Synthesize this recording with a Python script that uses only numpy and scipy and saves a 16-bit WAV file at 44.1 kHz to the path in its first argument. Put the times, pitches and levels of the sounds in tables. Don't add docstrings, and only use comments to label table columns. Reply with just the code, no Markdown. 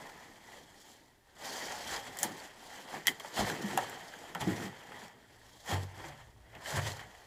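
import sys
import numpy as np
from scipy import signal
from scipy.fft import rfft, irfft, next_fast_len
from scipy.io import wavfile
from scipy.ndimage import uniform_filter1d, map_coordinates

SR = 44100
rng = np.random.default_rng(int(sys.argv[2]) if len(sys.argv) > 2 else 0)


def voltage_ratio(decibels):
    exponent = np.asarray(decibels, float) / 20
    return 10 ** exponent


def materialize(psi):
    bounded = np.clip(np.atleast_2d(psi).T, -1, 1)
    quanta = np.round(bounded * 32767).astype(np.int16)
    wavfile.write(sys.argv[1], SR, quanta)


N = 320166


def unit(x):
    return x / np.sqrt(np.mean(x ** 2) + 1e-20)


def filtered(x, response):
    size = next_fast_len(N + SR // 2)
    hz = np.fft.rfftfreq(size, 1 / SR)
    return irfft(rfft(x, size) * response(hz), size)[:N]


def along(points, hz):
    point_hz, value = np.transpose(points)
    return np.interp(np.log(hz + 1), np.log(point_hz + 1), value)


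def coloured_noise(spectrum, strength=1):
    return filtered(strength * rng.standard_normal(N), lambda f: voltage_ratio(along(spectrum, f)))


def wobble(rate):
    knots = rng.standard_normal(int(N * rate / SR) + 4)
    return map_coordinates(knots, [np.arange(N) * rate / SR])


def curves(rows):
    seconds, *columns = np.transpose(rows)
    return [np.interp(np.arange(N) / SR, seconds, column) for column in columns]


def resonances(modes, f):
    total = 0
    for k, (centre, width, db) in enumerate(modes):
        damping = 1j * f * width
        total = total + (-1) ** k * voltage_ratio(db) * damping / (centre ** 2 - f ** 2 + damping)
    return total


# frequency in Hz, relative level in dB.
HISS_SPECTRUM = [(12, -55), (20, 3), (41, -7), (116, -1.5), (158, -18.5), (923, -16.5), (1150, -24.5),
                 (5530, -24.5), (6180, -43), (6720, -26), (16000, -31.5)]
# frequency in Hz, peak level in dB.
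WHINE_TONES = [(6002, -86)]


def hush():
    sound = voltage_ratio(-69.5) * unit(coloured_noise(HISS_SPECTRUM))
    for hz, db in WHINE_TONES:
        sound += voltage_ratio(db) * np.sin(2 * np.pi * hz * np.arange(N) / SR)
    return sound


# time in seconds, drone level in dB.
DRONE_LEVEL = [(0, -77), (1.6, -82), (1.9, -59.5), (2.35, -74), (2.5, -90), (3.4, -93), (5.0, -77),
               (6.1, -58), (7.26, -66.5)]
# centre in Hz, width in Hz, relative level in dB.
DRONE_LINES = [(57.3, 7.8, -4), (115, 7.2, -2)]


def air_drone():
    level_db, = curves(DRONE_LEVEL)
    drone = filtered(rng.standard_normal(N), lambda f: resonances(DRONE_LINES, f) / (1 + (f / 160) ** 4))
    return voltage_ratio(level_db) * unit(drone)


# frequency in Hz, time to fall 60 dB in seconds.
WALL_DECAY = [(200, 0.44), (1000, 0.23), (4000, 0.026), (12000, 0.076)]


def walls(x):
    out, hop = np.zeros(N + 2 * SR), SR // 4
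    for start in range(0, N, hop):
        hz, t, bins = signal.stft(rng.standard_normal(SR // 3), SR, nperseg=256)
        decay = voltage_ratio(-60 * t / along(WALL_DECAY, hz)[:, None])
        tail = signal.istft(bins * decay, SR, nperseg=256)[1]
        wet = signal.fftconvolve(x[start:start + hop], tail / np.linalg.norm(tail))
        out[start + SR // 200:][:len(wet)] += wet
    return out[:N]


# centre in Hz, width in Hz, level in dB.
HOUSING_MODES = [(512, 273, -6.5), (848, 241, 1.5), (1882, 335, -1), (3206, 261, 3), (4330, 1170, -9),
                 (6570, 1560, -1.5), (7715, 970, -3), (9240, 520, -4), (10110, 650, -9.5), (12340, 890, -4),
                 (15100, 570, -31)]


def housing(f):
    return 0.19 + resonances(HOUSING_MODES, f)


def turning(x):
    sway = .025
    share = .5 + .5 * np.tanh(wobble(5))
    down = filtered(x, lambda f: housing(f * (1 + sway * 1000 / (1000 + f / 2))))
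    up = filtered(x, lambda f: housing(f * (1 - sway * 1000 / (1000 + f / 2))))
    return share * down + (1 - share) * up


# frequency in Hz, relative level in dB, time to fall 60 dB in seconds.
CHAMBER_MODES = [(96, -10, 0.42), (110.7, -6.5, 0.46), (142.5, -7.5, 0.51)]
# start in seconds, level in dB, settled pitch in Hz,
# time to fall 60 dB in seconds, chamber boom relative to the blow in dB.
HEEL_THUDS = [(2.233, -33.5, 330, 0.1, -18), (2.245, -34, 218, 0.12, -16), (3.386, -26, 205.3, 0.18, -5.5),
              (3.39, -36, 54.3, 0.23, -23), (3.639, -21.5, 201, 0.13, -23), (3.77, -38.5, 127, 0.14, -5),
              (4.352, -36, 173, 0.12, -15), (4.409, -33.5, 130, 0.13, 1), (4.469, -14.5, 185, 0.09, -14),
              (4.472, -18.5, 314.5, 0.12, -32), (4.493, -23, 230, 0.052, -30),
              (4.639, -31.5, 188, 0.19, -11), (5.724, -27, 94.6, 0.54, -4), (5.724, -33, 272, 0.091, -30),
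              (6.04, -40.5, 336, 0.14, -6), (6.06, -44, 143.5, 0.55, -14), (6.726, -35.5, 138.3, 0.37, -1),
              (6.769, -30, 94.5, 0.29, -1.5), (6.859, -32, 94.6, 0.29, -6)]


def thuds():
    out, t = np.zeros(N + SR), np.arange(SR) / SR
    for start, db, hz, t60, boom_db in HEEL_THUDS:
        phase = 2 * np.pi * hz * (t + 0.0019 * (1 - np.exp(-t / 0.0023)))
        blow = voltage_ratio(-60 * t / t60) * np.sin(phase)
        for mode_hz, mode_db, life in CHAMBER_MODES:
            uneven_db = rng.normal(0, 1.85)
            boom = voltage_ratio(boom_db + mode_db + uneven_db - 60 * t / life)
            blow += boom * np.sin(2 * np.pi * mode_hz * t)
        soft_onset = 1 - np.exp(-t / 0.011)
        out[round(start * SR):][:SR] += voltage_ratio(db) * blow * soft_onset
    return out[:N]


# start in seconds, snap level in dB, knock level in dB,
# knock pitch in Hz, time for crumbs and rattle to fall 60 dB in seconds; the parts have further gains.
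STONE_CRACKS = [(1.9623, -45, -23.5, 5000, 0.018), (2.171, -30, -46, 1920, 0.033),
                (2.1879, -23, -38, 1940, 0.29), (2.3995, -48, -35, 4600, .02),
                (2.2307, -10, -24.5, 810, 0.077), (2.233, -45, -29, 1800, 0.06),
                (2.243, -45, -26, 940, .05), (3.055, -48, -34, 1940, 0.46), (3.0700, -9, -17.5, 1940, 0.1),
                (3.079, -50, -15.5, 3160, 0.039), (3.0800, -50, -9, 2000, 0.02),
                (3.083, -50, -29.5, 960, .1), (3.089, -40, -24, 3270, .04), (3.198, -35, -32, 3270, 0.1),
                (3.203, -50, -32.5, 1100, 0.085), (3.246, -52, -30, 910, 0.06),
                (3.374, -40, -28, 1890, 0.041), (3.407, -45, -19, 780, 0.048),
                (3.499, -29, -22, 1680, 0.017), (3.7745, -45, -10.5, 780, 0.024),
                (3.775, -19.5, -21.5, 2700, 0.033), (3.7822, -38, -13.5, 755, 0.05),
                (3.795, -45, -27, 905, .05), (3.897, -33, -41, 1540, 0.049),
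                (4.1374, -54, -28.5, 1650, 0.0046), (4.349, -32.5, -21, 1360, 0.036),
                (4.355, -43, -25.5, 940, 0.11), (4.9184, -49, -31, 1240, 0.074),
                (5.08, -55, -41, 5500, .03), (5.661, -39, -42, 1920, 0.06), (6.041, -55, -33, 900, .08),
                (6.551, -48, -41, 2600, 0.055), (6.658, -39, -27.5, 1740, .05),
                (6.917, -53, -29, 4260, 0.022), (6.9928, -53, -34, 1690, 0.17)]


def cracks():
    snaps, knocks, t = np.zeros(N + SR), np.zeros(N + SR), np.arange(SR // 4) / SR
    for start, snap_db, knock_db, hz, t60 in STONE_CRACKS:
        snap_noise, knock_noise = rng.standard_normal((2, len(t)))
        at = slice(round(start * SR), round(start * SR) + len(t))
        tail = voltage_ratio(-60 * t / t60)
        snap = 1.7 * voltage_ratio(-60 * t / .0038)
        snaps[at] += voltage_ratio(snap_db) * (snap + 0.34 * tail) * snap_noise
        band = signal.butter(2, [hz / 2.23, hz * 1.85], "band", fs=SR)
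        rattle = unit(signal.lfilter(*band, knock_noise))
        ring = np.sin(2 * np.pi * hz * t) * np.exp(-(t / 0.0039) ** 2)
        click = voltage_ratio(-60 * t / 0.0082) * rattle
        knock = 0.76 * ring + 0.51 * click + 0.33 * tail * rattle
        knocks[at] += voltage_ratio(knock_db) * (1 - np.exp(-t / 0.00096)) * knock
    bright = signal.butter(2, 5000, "high", fs=SR, output="sos")
    return signal.sosfilt(bright, snaps[:N]) + knocks[:N]


def pebbles():
    per_second, middle_hz, decay_swings, smallest_db = 150, 1300, 2.5, -1
    when, pitch, size = rng.random((3, int(per_second * N / SR), 1))
    swings = middle_hz * 4 ** (pitch - .5) * np.arange(512) / SR
    level = voltage_ratio(smallest_db - 4 * np.log(1 - .99 * size))
    knocks = level * np.sin(2 * np.pi * swings) * np.exp(-swings / decay_swings)
    at = (when * N).astype(int) + np.arange(512)
    return np.bincount(at.ravel(), knocks.ravel(), N)[:N]


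def grit(spectrum, spread_db, clump_db, hz):
    sizes_db = spread_db * np.minimum(rng.exponential(size=N), 5.5)
    breaks = coloured_noise(spectrum, voltage_ratio(sizes_db + clump_db * wobble(hz)))
    return breaks / np.std(filtered(breaks, housing))


# start in seconds, end in seconds, level at start in dB, level at end in dB.
STONE_SLIDE = (1.45, 1.88, -51, -56)
# frequency in Hz, density in dB per Hz.
SLIDE_SPECTRUM = [(3400, -40), (4300, 0), (5200, 4), (6600, -6), (8000, -30)]


def slide():
    start, end, first_db, last_db = STONE_SLIDE
    fade_s, t = .06, np.arange(N) / SR
    gate = np.clip(np.minimum(t - start, end - t) / fade_s + .5, 0, 1)
    level = voltage_ratio(np.interp(t, [start, end], [first_db, last_db]))
    return gate * level * grit(SLIDE_SPECTRUM, spread_db=2.0, clump_db=2.0, hz=70.5)


def patchy(x, depth_db):
    bins = signal.stft(x, nperseg=512)[2]
    field = uniform_filter1d(rng.standard_normal(bins.shape), size=9, axis=0)
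    field = uniform_filter1d(field, size=8, axis=1)
    return signal.istft(bins * voltage_ratio(depth_db * unit(field)), nperseg=512)[1][:N]


# peak time in seconds, peak level in dB,
# rise over 20 dB in seconds, fall over 20 dB in seconds, fine dust relative to the peak in dB,
# shifting weight relative to the peak in dB.
STEP_CRUNCHES = [(.55, -55.5, 0.2, 0.12, -5.5, -9), (1.72, -45, 0.12, 0.031, -15, -16),
                 (1.941, -38.5, 0.092, 0.088, -4.5, -27), (2.243, -42.5, 0.051, 0.094, -4.5, -2.5),
                 (2.781, -51.5, 0.32, 0.14, -2.5, -17), (2.956, -43.5, 0.11, 0.073, -7.5, -9.5),
                 (3.26, -51, 0.052, 0.14, -1, -18), (3.403, -33.5, 0.068, 0.07, -5, -6),
                 (3.5, -38.5, 0.079, 0.078, -5.5, -6.5), (3.72, -46.5, 0.2, 0.14, -4, -1),
                 (3.84, -49, 0.12, 0.028, -0.5, -22), (4.09, -50.5, 0.017, 0.026, -2, -4.5),
                 (4.414, -40, 0.02, 0.069, -7, -10), (4.491, -42, 0.052, 0.09, -7.5, 2.5),
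                 (4.6, -43, 0.064, 0.081, -7.5, 1.5), (5.03, -51.5, 0.11, 0.035, -22, -3.5),
                 (5.715, -35.5, 0.056, 0.095, -6.5, -7), (5.83, -54.5, .05, 0.047, 0, -1.5),
                 (6.05, -48, 0.17, 0.15, -9, -11), (6.2, -55, 0.034, 0.055, -16, -7),
                 (6.555, -52, 0.048, 0.065, -25, -6), (6.7, -44, 0.088, 0.16, -1, -27),
                 (6.775, -36.5, 0.12, 0.049, -7, -12), (6.879, -40, 0.11, 0.085, -4, -13),
                 (7.01, -51.5, 0.14, 0.04, -7, -8)]


def swells(shift_s, peaks_db):
    roundness = 1.49
    peak_s, _, rise, fall, _, _ = np.transpose(STEP_CRUNCHES)[:, :, None]
    coarse_steps = np.arange(0, N, 32)
    t = coarse_steps / SR - shift_s - peak_s
    drop_db = 20 * np.maximum(-t / rise, t / fall) ** roundness
    power = voltage_ratio(peaks_db[:, None] - drop_db) ** 2
    return np.interp(np.arange(N), coarse_steps, power.sum(0))


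# time in seconds, coarse noise in dB,
# fine noise relative to it in dB, dull noise relative to it in dB.
NOISE_BED = [(0, -51.5, -7, -6.5), (.3, -58.5, -6, -5), (.72, -62.5, -3, -2), (.9, -61, 2, -3.5),
             (1.22, -75.5, -8.5, 1.5), (1.38, -60, -4.5, -5), (1.45, -45.5, -1.5, -13),
             (1.86, -46.5, -5, -9.5), (2.1, -50.5, -5.5, -8), (2.45, -52.5, -4.5, -7),
             (2.55, -60.5, -9, -5.5), (3.03, -58.5, -2.5, 0), (3.1, -54.5, -3, 9), (3.19, -59.5, -3, -5),
             (3.55, -46.5, -7.5, 0), (3.95, -47.5, -9, -11.5), (4.02, -52, -6.5, -6.5),
             (4.28, -51.5, -7.5, -9.5), (4.36, -57.5, -7, 6.5), (4.45, -50.5, -11, -2),
             (4.66, -47.5, -4.5, 5), (4.71, -54.5, -10.5, -2.5), (5.06, -53.5, -5.5, -10),
             (5.14, -62.5, -11.5, -3), (5.62, -64, 2.5, -5.5), (5.9, -56.5, -12, -10),
             (6.15, -61.5, -4, -5), (6.4, -69, -7.5, -1), (6.62, -54.5, -12.5, -7), (7.26, -59, -5.5, -9)]
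# frequency in Hz, density in dB per Hz.
COARSE_SPECTRUM = [(150, -4.5), (400, 0.5), (1000, 1.5), (2000, -2), (3500, -10.5), (5000, -21),
                   (9000, -59)]
# frequency in Hz, density in dB per Hz.
DUST_SPECTRUM = [(1500, -32), (3500, -3), (5000, -1), (8000, -7), (12000, -9), (16000, -14.5)]
# frequency in Hz, density in dB per Hz.
HEAP_SPECTRUM = [(40, -34), (80, -10), (150, 5.5), (250, 6.5), (450, 4), (700, -32)]


def tread():
    level, dust, weight = curves(NOISE_BED)
    _, db, _, _, dust_db, weight_db = np.transpose(STEP_CRUNCHES)
    grit_level = np.sqrt(voltage_ratio(level) ** 2 + swells(0, db))
    dust_level = np.sqrt(voltage_ratio(level + dust) ** 2 + swells(-0.0045, db + dust_db))
    heap_level = np.sqrt(voltage_ratio(level + weight) ** 2 + swells(0.013, db + weight_db))
    slips = voltage_ratio(.7 * wobble(30))
    coarse = slips * grit_level * grit(COARSE_SPECTRUM, spread_db=3, clump_db=1.0, hz=60.15)
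    fine = slips * dust_level * grit(DUST_SPECTRUM, spread_db=3, clump_db=1.5, hz=89.5)
    heap = heap_level * unit(coloured_noise(HEAP_SPECTRUM, voltage_ratio(2.85 * wobble(25))))
    grind = patchy(coarse + fine + slide(), depth_db=1.2) + grit_level * pebbles()
    return grind, heap


def scene():
    grind, heap = tread()
    stones = cracks()
    tail = walls(voltage_ratio(-11.5) * stones + voltage_ratio(-15.0) * grind)
    coloured = turning(grind + tail) + filtered(stones, housing)
    mix = coloured + heap + thuds() + air_drone() + hush()
    return mix[None]


def top_cut(x):
    return signal.sosfilt(signal.butter(12, 16660, fs=SR, output="sos"), x)


def record(dry):
    def treble_cut(f):
        return np.interp(f, [15450, 15550, 16600, 16700], [1, .2, .1, 0])
    mix = filtered(dry[0], treble_cut)[None]
    return top_cut(mix)


dry = scene()
out = record(dry)
materialize(out)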